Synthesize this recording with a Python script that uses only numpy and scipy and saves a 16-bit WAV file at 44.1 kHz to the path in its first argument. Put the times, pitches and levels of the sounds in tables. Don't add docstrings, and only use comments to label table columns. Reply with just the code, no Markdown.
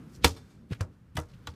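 import sys
import numpy as np
from scipy import signal
from scipy.fft import rfft, irfft, next_fast_len
from scipy.io import wavfile
from scipy.ndimage import map_coordinates

SR = 44100
rng = np.random.default_rng(int(sys.argv[2]) if len(sys.argv) > 2 else 0)


def volts(x):
    e = np.asarray(x, float) / 20
    return 10 ** e


def unload_wav(signal):
    wavfile.write(
        sys.argv[1],
        SR,
        np.round(np.clip(np.atleast_2d(signal).T, -1, 1) * 32767).astype(np.int16),
    )


N = 68355


def unit(x):
    return x / np.sqrt(np.mean(x ** 2) + 1e-20)


def along(points, hz):
    point_hz, value = np.transpose(points)
    return np.interp(np.log(hz + 1), np.log(point_hz + 1), value)


def curve(rows):
    seconds, level_db = np.transpose(rows)
    return np.interp(np.arange(N) / SR, seconds, level_db)


def wobble(rate_hz):
    draws = rng.standard_normal(int(N * rate_hz / SR) + 4)
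    return map_coordinates(draws, [np.arange(N) * rate_hz / SR])


def coloured(x, gain_db):
    size = next_fast_len(len(x) + 4096)
    gain = volts(gain_db(np.fft.rfftfreq(size, 1 / SR)))
    return unit(irfft(rfft(x, size) * gain, size)[:len(x)])


def hump(hz, centre_hz, below_db, above_db):
    octaves = np.log2((hz + 1) / centre_hz)
    slope_db = np.where(octaves < 0, below_db, above_db)
    return -np.sqrt(6.5 + (slope_db * octaves) ** 2)


def add(out, start_s, x):
    part = out[round(start_s * SR):][:len(x)]
    part += x[:len(part)]


# time in seconds, level in dB.
WIND_STRENGTH = [(0.0, -58.5), (0.124, -59.5), (0.25, -52.5), (0.328, -50), (0.482, -62), (0.702, -62),
                 (0.872, -52.5), (1.062, -58), (1.342, -52.5), (1.55, -60)]
# frequency in Hz, gain in dB.
RUMBLE_SPECTRUM = [(15, -39), (25, -9.5), (55, 0), (97, -0.5), (139, -1), (204, -9), (270, -16.5),
                   (498, -22), (561, -25.5), (600, -42.5), (780, -68.5), (1320, -120)]
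# time in seconds, level in dB.
HOWL_STRENGTH = [(0.0, -49.5), (0.172, -54), (0.344, -52.5), (0.47, -60), (0.638, -56), (0.768, -55.5),
                 (1.208, -69), (1.368, -67.5), (1.55, -56)]
# frequency in Hz, gain in dB.
LEAF_SPECTRUM = [(240, -31.5), (400, -24), (643, -22), (1380, -16.5), (1790, -21.5), (3620, -30.5),
                 (4490, -32.5), (15500, -42)]
# time in seconds, level over their mean in dB.
LEAF_SWELL = [(0, 3), (.2, 3), (.5, 0), (.68, -5), (.95, -2), (1.13, -4), (1.28, 0), (1.4, 2), (1.55, 1)]


def wind():
    rumble = coloured(rng.standard_normal(N), lambda hz: along(RUMBLE_SPECTRUM, hz))
    rumble = unit(volts(3.0 * wobble(13.7)) * rumble)
    howl = coloured(rng.standard_normal(N), lambda hz: hump(hz, 182, 16, 16))
    hiss = coloured(rng.standard_normal(N), lambda hz: along(LEAF_SPECTRUM, hz))
    hiss = volts(0.71 * wobble(6.7)) * hiss
    leaves_db = -69
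    out = volts(curve(WIND_STRENGTH) + 4.5) * rumble
    out += volts(curve(HOWL_STRENGTH) + 0.5) * howl
    return out + volts(curve(LEAF_SWELL) + leaves_db) * hiss


# peak in seconds, level in dB, rise in seconds, fall t60 in seconds, centre in Hz.
SLEEVE_SWISH = [
    (.160, -61, .035, .11, 5500),
    (.170, -69, .06, .1, 11000),
]
# peak in seconds, level in dB, rise in seconds, fall t60 in seconds, centre in Hz.
GROUND_SCUFFS = [(0.243, -31.5, 0.0056, 0.028, 3480), (0.259, -35.5, 0.0072, 0.19, 5160),
                 (.2600, -35.5, .004, 0.12, 1160), (0.716, -46, 0.0045, 0.066, 551),
                 (0.725, -49, 0.0087, 0.095, 3290), (.724, -62.5, 0.014, 0.15, 10000),
                 (.505, -69.5, 0.021, .2, 6505), (.7320, -38, 0.0074, 0.017, 2300),
                 (0.753, -56.5, 0.0081, 0.074, 2380), (0.807, -49, 0.0046, 0.012, 1950),
                 (0.818, -45.5, 0.0084, 0.14, 750), (0.831, -60.5, 0.025, 0.1, 6100),
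                 (1.158, -53.5, 0.0032, 0.062, 2450), (1.155, -58, 0.0022, 0.07, 9000),
                 (1.183, -42, 0.0095, 0.15, 997), (1.203, -57, 0.0076, 0.17, 6150),
                 (1.2870, -65, 0.0012, 0.058, 4950), (1.300, -69, 0.0092, 0.33, 4210),
                 (1.3360, -60.5, 0.001, 0.09, 2800), (1.344, -75, 0.0036, 0.041, 10870),
                 (1.439, -71.5, 0.023, .15, 3800), (1.469, -58, 0.0038, 0.027, 4050),
                 (1.480, -57.5, 0.0018, 0.13, 1000), (1.485, -61, 0.0038, 0.2, 4620),
                 (1.540, -70, 0.0034, 0.062, 3560)]


def scuffs():
    out, t = np.zeros(N), np.arange(N) / SR
    grains_per_s, spread_db = 14000, 3
    for peak_s, db, rise, fall_t60, centre_hz in SLEEVE_SWISH + GROUND_SCUFFS:
        struck = rng.random(N) < grains_per_s / SR
        grain_db = spread_db * np.clip(rng.standard_normal(N), -2, 2)
        grit = struck * rng.standard_normal(N) * volts(grain_db)
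        grit = coloured(grit, lambda hz: hump(hz, centre_hz, 9, 15))
        away = np.abs(t - peak_s)
        swell = np.where(t < peak_s, np.exp(-away / rise), volts(-60 * away / fall_t60))
        out += volts(db + 2.7 * wobble(200)) * swell * grit
    return out


# start in seconds, level in dB, pitch in Hz, t60 in seconds, rise
# in seconds.
LANDING_THUDS = [(0.244, -10.5, 77.2, 0.12, 0.0032), (0.246, -15, 276.6, 0.081, 0.0021),
                 (0.243, -17.5, 480.5, 0.08, 0.0011), (.2440, -22, 166, 0.11, 0.0014),
                 (0.245, -25, 337, .1, 0.00068), (0.298, -34.5, 90, 0.27, 0.0037),
                 (.7080, -16, 168.6, 0.024, 0.0014), (0.7187, -20, 112.1, 0.066, 0.00078),
                 (.7200, -30, 408, 0.019, 0.00051), (0.779, -40, 100.6, 0.049, 0.0025),
                 (.8065, -16.5, 93.9, 0.11, 0.0022), (.8100, -38.5, 521, .12, 0.0015),
                 (0.811, -50, 1103, 0.15, 0.0012), (1.152, -27, 138, 0.076, 0.0023),
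                 (1.167, -24.5, 81.5, 0.16, 0.0045), (1.1818, -22, 143, 0.057, 0.0012),
                 (1.1800, -33.5, 307.6, 0.15, 0.0025), (1.1900, -42, 479, 0.2, 0.00084),
                 (1.207, -27.5, 86.6, 0.062, 0.0033), (1.1550, -39, 304, .06, 0.0017),
                 (1.4740, -44, 289.7, .1, .001), (1.4750, -45.5, 477, 0.1, 0.00078),
                 (1.4822, -33.5, 80.9, 0.17, 0.0011)]


def thuds():
    out, t = np.zeros(N), np.arange(SR // 2) / SR
    for start_s, db, hz, t60, rise in LANDING_THUDS:
        onset = (1 - np.exp(-t / rise)) ** 2
        add(out, start_s, volts(db - 60 * t / t60) * np.sin(2 * np.pi * hz * t) * onset)
    return out


# start in seconds, crack level in dB, ring level in dB, centre in Hz, crack t60 in seconds.
CONTACTS = [(0.2440, -19.5, -48, 370, 0.072), (.2445, -25.5, -40, 740, 0.013),
            (0.2439, -16.5, -53, 3520, 0.05), (0.244, -21.5, -45, 9000, 0.055),
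            (.2456, -16, -37, 1489, 0.037), (0.2493, -27.5, -42, 4830, 0.041),
            (0.2725, -29, -45.5, 4000, 0.014), (0.8077, -33.5, -49.5, 1110, 0.048),
            (0.8083, -37.5, -53.5, 4560, 0.019), (.8120, -42, -59, 6270, 0.022),
            (.8090, -37, -57, 299, 0.05), (1.1720, -35.5, -41, 584, 0.057),
            (1.168, -35, -55.5, 2690, 0.037), (1.1698, -37.5, -59.5, 7090, 0.045),
            (1.1717, -32.5, -55.5, 1313, 0.047), (1.1850, -30.5, -45, 500, 0.042),
            (1.1893, -40, -66, 4970, 0.019), (1.1998, -43, -63, 7710, 0.016),
            (1.4714, -38.5, -49, 4170, 0.018), (1.4714, -45, -57, 7800, 0.0094),
            (1.4720, -40.5, -53.5, 2275, 0.041), (1.4726, -39.5, -53, 1137, 0.062),
            (1.4894, -52.5, -70, 3970, .02), (.2585, -30, -50, 5000, .015), (.2635, -30, -48, 2600, 0.024),
            (.2800, -31.5, -55, 6500, 0.017), (.2905, -40.5, -62, 7500, 0.019)]
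# frequency in Hz, level in dB, t60 in seconds.
BOTTLE_MODES = [(750, 0, .03), (920, -2, .02), (1160, -1, .02), (1410, -3, .02), (1650, -5, .015),
                (2260, -3, .015), (2750, -3, .012), (3500, 0, .012), (4130, -3, .012), (4800, -5, .012)]


def knocks():
    out, t = np.zeros(N), np.arange(SR // 4) / SR
    for start_s, crack_db, ring_db, centre_hz, crack_t60 in CONTACTS:
        colour = lambda hz: hump(hz, centre_hz, 8, 11)
        crack = volts(crack_db - 60 * t / crack_t60) * coloured(rng.standard_normal(len(t)), colour)
        ring = np.zeros(len(t))
        for hz, db, t60 in BOTTLE_MODES:
            level_luck, pitch_luck = rng.standard_normal(2)
            decay = volts(db + 2 * level_luck + colour(hz) - 60 * t / t60)
            ring += decay * np.sin(2 * np.pi * hz * (1 + 0.022 * pitch_luck) * t)
        onset = 1 - np.exp(-t / 0.0002)
        add(out, start_s, (crack + volts(ring_db) * ring) * onset)
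    return out


# start in seconds, level in dB, pitch in Hz, t60 in seconds.
PANEL_PINGS = [(.2440, -16, 3250, .018), (.2454, -8, 3590, .024), (.2455, -10, 1130, .022),
               (.2445, -21, 5500, .025), (.2443, -20, 2260, .028), (.2448, -19, 1645, .03),
               (.2442, -14, 930, .04), (.2446, -21, 760, .055), (.2452, -14, 4120, .028),
               (.2447, -20, 1410, .035), (.2450, -20, 2755, .022), (.2495, -22, 4800, .025),
               (.2525, -22, 4830, .03), (.2630, -34, 2420, .03), (.2820, -31, 1150, .02),
               (.7295, -41, 1650, .04), (.7300, -44, 2430, .035), (.8080, -42, 1220, .04),
               (.8085, -46, 4960, .025), (.8125, -45, 5000, .02), (1.1700, -36, 2950, .04),
               (1.1710, -40, 3410, .045), (1.1705, -38, 5600, .02), (1.1722, -31, 2000, .035),
               (1.1720, -32, 950, .06), (1.1730, -37, 1240, .055), (1.1730, -39, 1670, .045),
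               (1.1790, -42, 2750, .04), (1.1885, -44, 4800, .02), (1.4714, -32, 3940, .022),
               (1.4720, -42, 3510, .04), (1.4720, -38, 1143, .07), (1.4722, -42, 1420, .05),
               (1.4716, -43, 6500, .02), (1.4716, -40, 4500, .02), (1.4725, -43, 860, .05),
               (1.4770, -50, 7300, .03), (1.4900, -51, 4300, .025)]


def pings():
    out, t = np.zeros(N), np.arange(SR // 8) / SR
    onset = 1 - np.exp(-t / .0005)
    for start_s, db, hz, t60 in PANEL_PINGS:
        add(out, start_s, volts(db - 60 * t / t60) * np.sin(2 * np.pi * hz * t) * onset)
    return out


# frequency in Hz, t60 in seconds.
YARD_DECAY = [(200, 0.5), (1000, 0.13), (5000, 0.068), (12000, 0.037)]
# delay in seconds, level in dB, smear t60 in seconds.
WALL_ECHOES = [
    (.09, -42.5, 0.99),
    (.116, -36.5, 0.085),
    (.25, -51, .3),
]
# frequency in Hz, gain in dB.
WALL_SPECTRUM = [(200, -0.5), (1000, -2), (2600, -7.5), (5000, -2), (8000, -1.5), (15000, -8)]


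def garden(x):
    answer = np.zeros(SR)
    hz, frame_s, bins = signal.stft(rng.standard_normal(SR // 2), SR, nperseg=256)
    decay = volts(-60 * frame_s / along(YARD_DECAY, hz)[:, None])
    scatter = signal.istft(bins * decay, SR, nperseg=256)[1]
    add(answer, .004, volts(-15.5) * scatter / np.linalg.norm(scatter))
    t = np.arange(SR // 2) / SR
    for delay, db, smear_t60 in WALL_ECHOES:
        echo = coloured(rng.standard_normal(len(t)), lambda f: along(WALL_SPECTRUM, f))
        echo = echo * volts(-60 * t / smear_t60) * (1 - np.exp(-t / .006))
        add(answer, delay, volts(db) * echo / np.linalg.norm(echo))
    return signal.fftconvolve(x, answer)[:N]


def scene():
    sharp = knocks() + pings() + scuffs()
    return (sharp + garden(sharp) + thuds() + wind())[None]


def low_pass(x):
    return signal.sosfilt(signal.butter(12, 15930, fs=SR, output="sos"), x)


def record(dry):
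    bass_hz, top_hz = 35, 15300
    x = signal.sosfilt(signal.butter(2, bass_hz, "high", fs=SR, output="sos"), dry)
    hz = np.fft.rfftfreq(N, 1 / SR)
    mix = irfft(rfft(x) * np.clip((top_hz + 400 - hz) / 800, 0, 1), N)
    return low_pass(mix)


dry = scene()
out = record(dry)
unload_wav(out)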